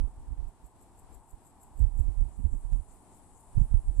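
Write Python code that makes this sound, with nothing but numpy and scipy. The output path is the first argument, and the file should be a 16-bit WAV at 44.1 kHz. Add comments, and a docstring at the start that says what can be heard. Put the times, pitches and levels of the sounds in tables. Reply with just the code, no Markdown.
"""Grasshoppers by a summer gravel road

A grasshopper in the verge draws leg pegs across its wing: ten evenly spaced, growing calls, each a
short run of strokes. A farther one carries on more slowly over the steady hiss of other insects.
Gusts buffet the microphone, mostly its right port, over a soft far-off rush and a few hand scuffs."""
import sys
import numpy as np
from scipy import signal
from scipy.fft import rfft, irfft
from scipy.io import wavfile
from scipy.ndimage import uniform_filter1d

SR = 44100
rng = np.random.default_rng(int(sys.argv[2]) if len(sys.argv) > 2 else 0)


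def wav_out(sig):
    """Save sig, one row per channel (or a flat mono array), as 16-bit PCM at SR to the path in sys.argv[1]."""
    wavfile.write(sys.argv[1], SR, np.round(np.clip(np.atleast_2d(sig).T, -1, 1) * 32767).astype(np.int16))


N = 176400
T = np.arange(N) / SR


def from_db(db):
    """Decibels to gain."""
    return 10 ** (np.asarray(db) / 20)


def unit_power(x):
    """Normalise to an RMS of one."""
    return x / np.sqrt(np.mean(x ** 2) + 1e-20)


def automation(points):
    """A breakpoint curve, read at every sample."""
    return np.interp(T, *np.transpose(points))


def swell(centre_s, width_s):
    """A bell-shaped fade in and out."""
    return np.exp(-.5 * ((T - centre_s) / width_s) ** 2)


def at_bins(points):
    """A curve over log frequency, read at every FFT bin."""
    hz, value = np.transpose(points)
    return np.interp(np.log(np.arange(N // 2 + 1) * SR / N + 1), np.log(hz), value)


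def colour(x, eq):
    """Shape a sound with an EQ curve; unit power."""
    return unit_power(irfft(rfft(x) * from_db(at_bins(eq)), N))


def pan(db):
    """Stereo gains, with the left louder than the right by db."""
    return unit_power(from_db(np.array([[db], [-db]]) / 2))


def drift(rate_hz):
    """Smooth random modulation; unit power."""
    pole = np.exp(-2 * np.pi * rate_hz / SR)
    wander = signal.lfilter([1], [1, -2 * pole, pole * pole], rng.standard_normal(N + SR))
    return unit_power(wander[SR:])


def resonate(x, hz, width_hz):
    """One resonance applied twice, for steep skirts; unit power."""
    r = np.exp(-np.pi * width_hz / SR)
    section = [1 - r, 0, r - 1, 1, -2 * r * np.cos(2 * np.pi * hz / SR), r * r]
    return unit_power(signal.sosfilt([section, section], x + 1e-18))


# EQ of the far-off rush: f/Hz, gain/dB
AIR_EQ = [(20, 5.5), (50, 8), (100, 7.5), (150, 0), (280, 0.5), (420, -4), (560, -10), (700, -2.5),
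          (850, -5), (1020, -8.5), (1250, -18), (1800, -20), (3000, -25), (5500, -27.5), (9000, -25.5),
          (15000, -39.5)]
# Its left-right likeness: f/Hz, correlation
AIR_CORRELATION = [(60, 0), (150, 0.64), (380, 0.85), (950, 0.56), (2000, 0), (15000, 0.085)]
AIR_PAN_DB = 1


def air():
    """The distant rush of open country: narrow in the mids, wide in the lows and highs."""
    mid, side = rfft(rng.standard_normal((2, N)))
    alike = at_bins(AIR_CORRELATION)
    noise = irfft(np.sqrt(1 + alike) * mid + np.sqrt(1 - alike) * side * [[1], [-1]], N)
    level = from_db(-59 + 1.5 * drift(rate_hz=4.15))
    return colour(noise, AIR_EQ) * level * pan(AIR_PAN_DB)


# Swells of the hum: t/s, level/dB
HUM_LEVEL = [(0, -66), (.6, -70), (.95, -68), (1.15, -64.5), (1.4, -68.5), (1.69, -63.5), (1.8, -70.5),
             (3.2, -68), (3.7, -66), (4, -74.5)]


def hum():
    """A soft, breathy mono hum within the rush, swelling now and then."""
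    band = resonate(rng.standard_normal(N), hz=869, width_hz=320)
    return band * from_db(automation(HUM_LEVEL)) * pan(AIR_PAN_DB)


# EQ of the insect hiss: f/Hz, gain/dB
CHORUS_EQ = [(5500, -35), (6600, -13.5), (7200, -4), (7700, -2), (8300, -0.5), (8900, -2), (9600, -7),
             (10400, -5.5), (11300, -14), (13000, -22), (14500, -30), (16000, -46)]
# Fader ride of the insect bed: t/s, level/dB
CHORUS_LEVEL = [(0, -69.5), (.18, -72), (.4, -75.5), (.9, -72), (1.6, -71), (2.1, -69), (2.6, -66.5),
                (3.3, -66), (4, -66)]
# Wing tones that stand out: f/Hz, width/Hz, gain/dB
CHORUS_TONES = [(7730, 560, -13.5), (8050, 230, -12), (9300, 220, -12.5), (9940, 340, -19.5)]
CHORUS_PAN_DB = 7.5


def insect_chorus():
    """Insects along the verge merge into a fluttering high hiss, with a few wavering wing tones."""
    level = from_db(automation(CHORUS_LEVEL) + 1.3 * drift(rate_hz=45))
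    bed = from_db(-2.5) * colour(rng.standard_normal((2, N)), CHORUS_EQ)
    for hz, width_hz, db in CHORUS_TONES:
        waver = from_db(db + 2.5 * drift(rate_hz=7.1))
        bed += waver * resonate(rng.standard_normal((2, N)), hz, width_hz)
    return bed * level * pan(CHORUS_PAN_DB)


# Fade-in of the shrill: t/s, level/dB
SHRILL_LEVEL = [(0, -84), (1.9, -85), (2.6, -78.5), (3.3, -73.5), (4, -73)]


def shrill_insect():
    """One more insect joins the chorus with a thin, high buzz."""
    buzz = resonate(rng.standard_normal((2, N)), hz=9700, width_hz=520)
    return buzz * from_db(automation(SHRILL_LEVEL)) * pan(CHORUS_PAN_DB)


# Handling cues: t/s, level/dB, width/s
SCUFFS = [(0.079, -55, 0.0047), (.38, -60, 0.0045), (1.829, -55.5, .024), (2.0, -62, .015),
          (2.728, -50, 0.0037), (3.744, -56, 0.011)]
# EQ of a rub on the casing: f/Hz, gain/dB
SCUFF_EQ = [(100, 5.5), (400, 7.5), (1200, -8), (3000, -19), (4500, -23), (10000, -29)]


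def hand_scuffs():
    """Short dull rubs and ticks of a hand on the casing."""
    level = sum(from_db(db) * swell(s, width_s) for s, db, width_s in SCUFFS)
    return level * colour(rng.standard_normal((2, N)), SCUFF_EQ) * pan(db=-5)


# Wind pressure at the sheltered left port and the exposed right one, before trim: t/s, level/dB
LEFT_GUSTS = [(0, -33), (.08, -52), (.15, -37), (.25, -39.5), (.46, -43), (.55, -68), (1.0, -50),
              (1.17, -37.5), (1.3, -73), (1.7, -51), (1.98, -36), (2.1, -59), (2.45, -41), (2.71, -36.5),
              (2.82, -59), (3.52, -50.5), (3.66, -29), (3.76, -56), (3.85, -26), (4, -38)]
RIGHT_GUSTS = [(0, -18.5), (.06, -23.5), (.125, -51), (.195, -38), (.26, -54), (.29, -28), (.33, -25.5),
               (.36, -54), (.385, -27), (.485, -32.5), (.52, -62), (.62, -65), (.65, -37), (.69, -65),
               (1.3, -65), (1.345, -35), (1.39, -81), (1.73, -53.5), (1.79, -27), (1.805, -14),
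               (1.845, -15), (1.915, -32.5), (2.005, -16), (2.035, -29.5), (2.08, -18), (2.155, -36.5),
               (2.185, -19), (2.22, -15.5), (2.29, -37.5), (2.36, -47), (2.398, -21.5), (2.426, -34),
               (2.456, -15.5), (2.505, -36), (2.542, -18), (2.6, -36), (2.628, -48), (2.65, -24),
               (2.7, -33), (2.742, -15.5), (2.81, -30.5), (2.845, -54), (2.94, -46.5), (3.0, -72),
               (3.44, -67), (3.54, -47.5), (3.57, -14.5), (3.635, -17), (3.685, -46), (3.712, -23.5),
               (3.744, -14), (3.79, -20), (3.828, -51.5), (3.893, -16), (3.945, -35.5), (4, -12)]
# EQs of the low buffeting and of the fine turbulence: f/Hz, gain/dB
BUFFET_EQ = [(12, -16), (22, -0.5), (35, 6.5), (55, 1), (80, -8.5), (120, -21.5), (170, -29), (250, -32),
             (400, -44), (700, -61.5), (1500, -68), (3000, -75), (8000, -100)]
FIZZ_EQ = [(150, -3), (600, 13), (1500, -14), (3000, -20), (8000, -31)]


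def wind(gusts, trim_db):
    """Slow pressure lumps on one port, with a faint fizz of turbulence in the strong gusts."""
    force = uniform_filter1d(from_db(automation(gusts) + trim_db), size=300)
    rumble = colour(rng.standard_normal(N), BUFFET_EQ)
    window = int(0.045 * SR)
    power = uniform_filter1d(uniform_filter1d(rumble ** 2, window), window // 2)
    lumps = rumble / np.sqrt(power + 1e-6)   # levelled, so the gust alone sets the dynamics
    fizz = from_db(-43.5) * colour(rng.standard_normal(N), FIZZ_EQ)
    return force * lumps + force ** 1.3 * fizz


# Hits of the hardest gusts: t/s, envelope peak/dB, f/Hz
SLAPS = [(1.797, -18, 70), (1.832, -13.5, 65.4), (1.993, -15.5, 66.6), (2.449, -19, 63.4), (2.721, -23, 96),
         (3.574, -10.5, 97), (3.611, -14.5, 106.5), (3.738, -10, 73)]


def wind_slaps():
    """A hard gust slaps the port: a low thump that dies within a cycle or two."""
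    attack_cycles = 0.49
    thumps = np.zeros(N)
    for s, db, hz in SLAPS:
        cycles = np.maximum(T - s, 0) * hz
        age = cycles / attack_cycles
        envelope = np.square(age * np.exp(1 - age))
        thumps += from_db(db) * envelope * np.sin(2 * np.pi * cycles)
    return thumps


def peg_clicks(per_s=4000, spread_db=1.5):
    """Leg pegs catch on the wing: dense, uneven clicks, of random polarity in each channel."""
    hits = rng.random(N) < per_s / SR
    sizes = from_db(spread_db * rng.standard_normal(N))
    return hits * sizes * rng.choice([-1, 1], (2, N))


def grass_scatter(x, wet_db=-5.5, t60_s=0.2):
    """Grass and ground add a short diffuse tail."""
    t = T[:SR // 2]
    tail = rng.standard_normal((2, len(t))) * from_db(-60 * t / t60_s)
    wet = signal.fftconvolve(x, unit_power(tail) / np.sqrt(len(t)), axes=1)[:, :N]
    return x + from_db(wet_db) * wet


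# Cues of the far calls: t/s, level/dB
FAR_CALLS = [(2.37, -72), (2.55, -69), (2.745, -71), (2.93, -67.5), (3.15, -68.5), (3.385, -66),
             (3.625, -67), (3.99, -68)]
# EQ of the rasp, duller with distance: f/Hz, gain/dB
FAR_RASP_EQ = [(5500, -30), (7000, -12), (8000, 1), (10000, 2), (12000, -0.5), (13500, -8), (14500, -7),
               (16000, -22)]


def far_grasshopper():
    """Slower, softer calls, their strokes blurred by distance: the wing tone leads, the rasp follows."""
    def calls(lag_s):
        return sum(from_db(db) * swell(s + lag_s, width_s=0.021) for s, db in FAR_CALLS)

    pegs = peg_clicks()
    wing = resonate(pegs, hz=7500, width_hz=1400) * calls(lag_s=-0.017)
    rasp = colour(pegs, FAR_RASP_EQ) * calls(lag_s=0.014)
    return grass_scatter(wing + from_db(-3) * rasp) * pan(db=8)


# Last and strongest stroke of each near call: t/s, level/dB
NEAR_CALLS = [(.487, -72), (.665, -63.5), (0.828, -63.5), (.994, -62), (1.147, -61.5), (1.31, -62),
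              (1.472, -60.5), (1.634, -59.5), (1.795, -59.5), (1.997, -59)]


def leg_strokes(count, build_db, gap_s=.0172, stroke_s=.0115):
    """Envelope of the near calls: each stroke tops the one before, over light rubbing of the leg."""
    power = np.zeros(N)
    for s, db in NEAR_CALLS:
        rub = from_db(db - 14) * swell(s, width_s=0.037)
        power += rub ** 2
        for k in range(count):   # counting back from the strongest stroke
            centre = s - k * gap_s * rng.normal(1, 0.036)
            soft_gate = 1 / (1 + (2 * (T - centre) / stroke_s) ** 6)
            power += np.square(from_db(db - k * build_db) * soft_gate)
    return np.sqrt(power)


# EQ of the wing's bright, close rasp: f/Hz, gain/dB
NEAR_RASP_EQ = [(5000, -37), (6800, -32), (7800, 7.5), (8600, 8), (9500, -0.5), (10500, 0.5), (11100, 3.5),
                (11600, 7), (12100, -8), (12700, -1.5), (13600, -10), (14000, -3), (14400, -3),
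                (14800, -13), (15300, -18), (16000, -34)]


def near_grasshopper():
    """Four strokes of the pegs a call excite a bright rasp; the hardest two also ring the wing."""
    pegs = peg_clicks()
    rasp = colour(pegs, NEAR_RASP_EQ) * leg_strokes(count=4, build_db=7)
    wing = resonate(pegs, hz=7560, width_hz=810) * leg_strokes(count=2, build_db=3.5)
    return grass_scatter(rasp + from_db(-3) * wing) * pan(db=6.5)


def scene():
    """The mix: insects to the left, wind and handling to the right, distant air behind."""
    left_port = wind(LEFT_GUSTS, trim_db=-8)
    right_port = wind(RIGHT_GUSTS, trim_db=-1) + wind_slaps()
    insects = near_grasshopper() + far_grasshopper() + insect_chorus() + shrill_insect()
    return insects + air() + hum() + np.array([left_port, right_port]) + hand_scuffs()


def record(dry):
    """A steep high cut on the whole mix."""
    stopband_hz = 15900
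    return signal.sosfilt(signal.cheby2(16, 60, stopband_hz, fs=SR, output="sos"), dry)


dry = scene()
out = record(dry)
wav_out(out)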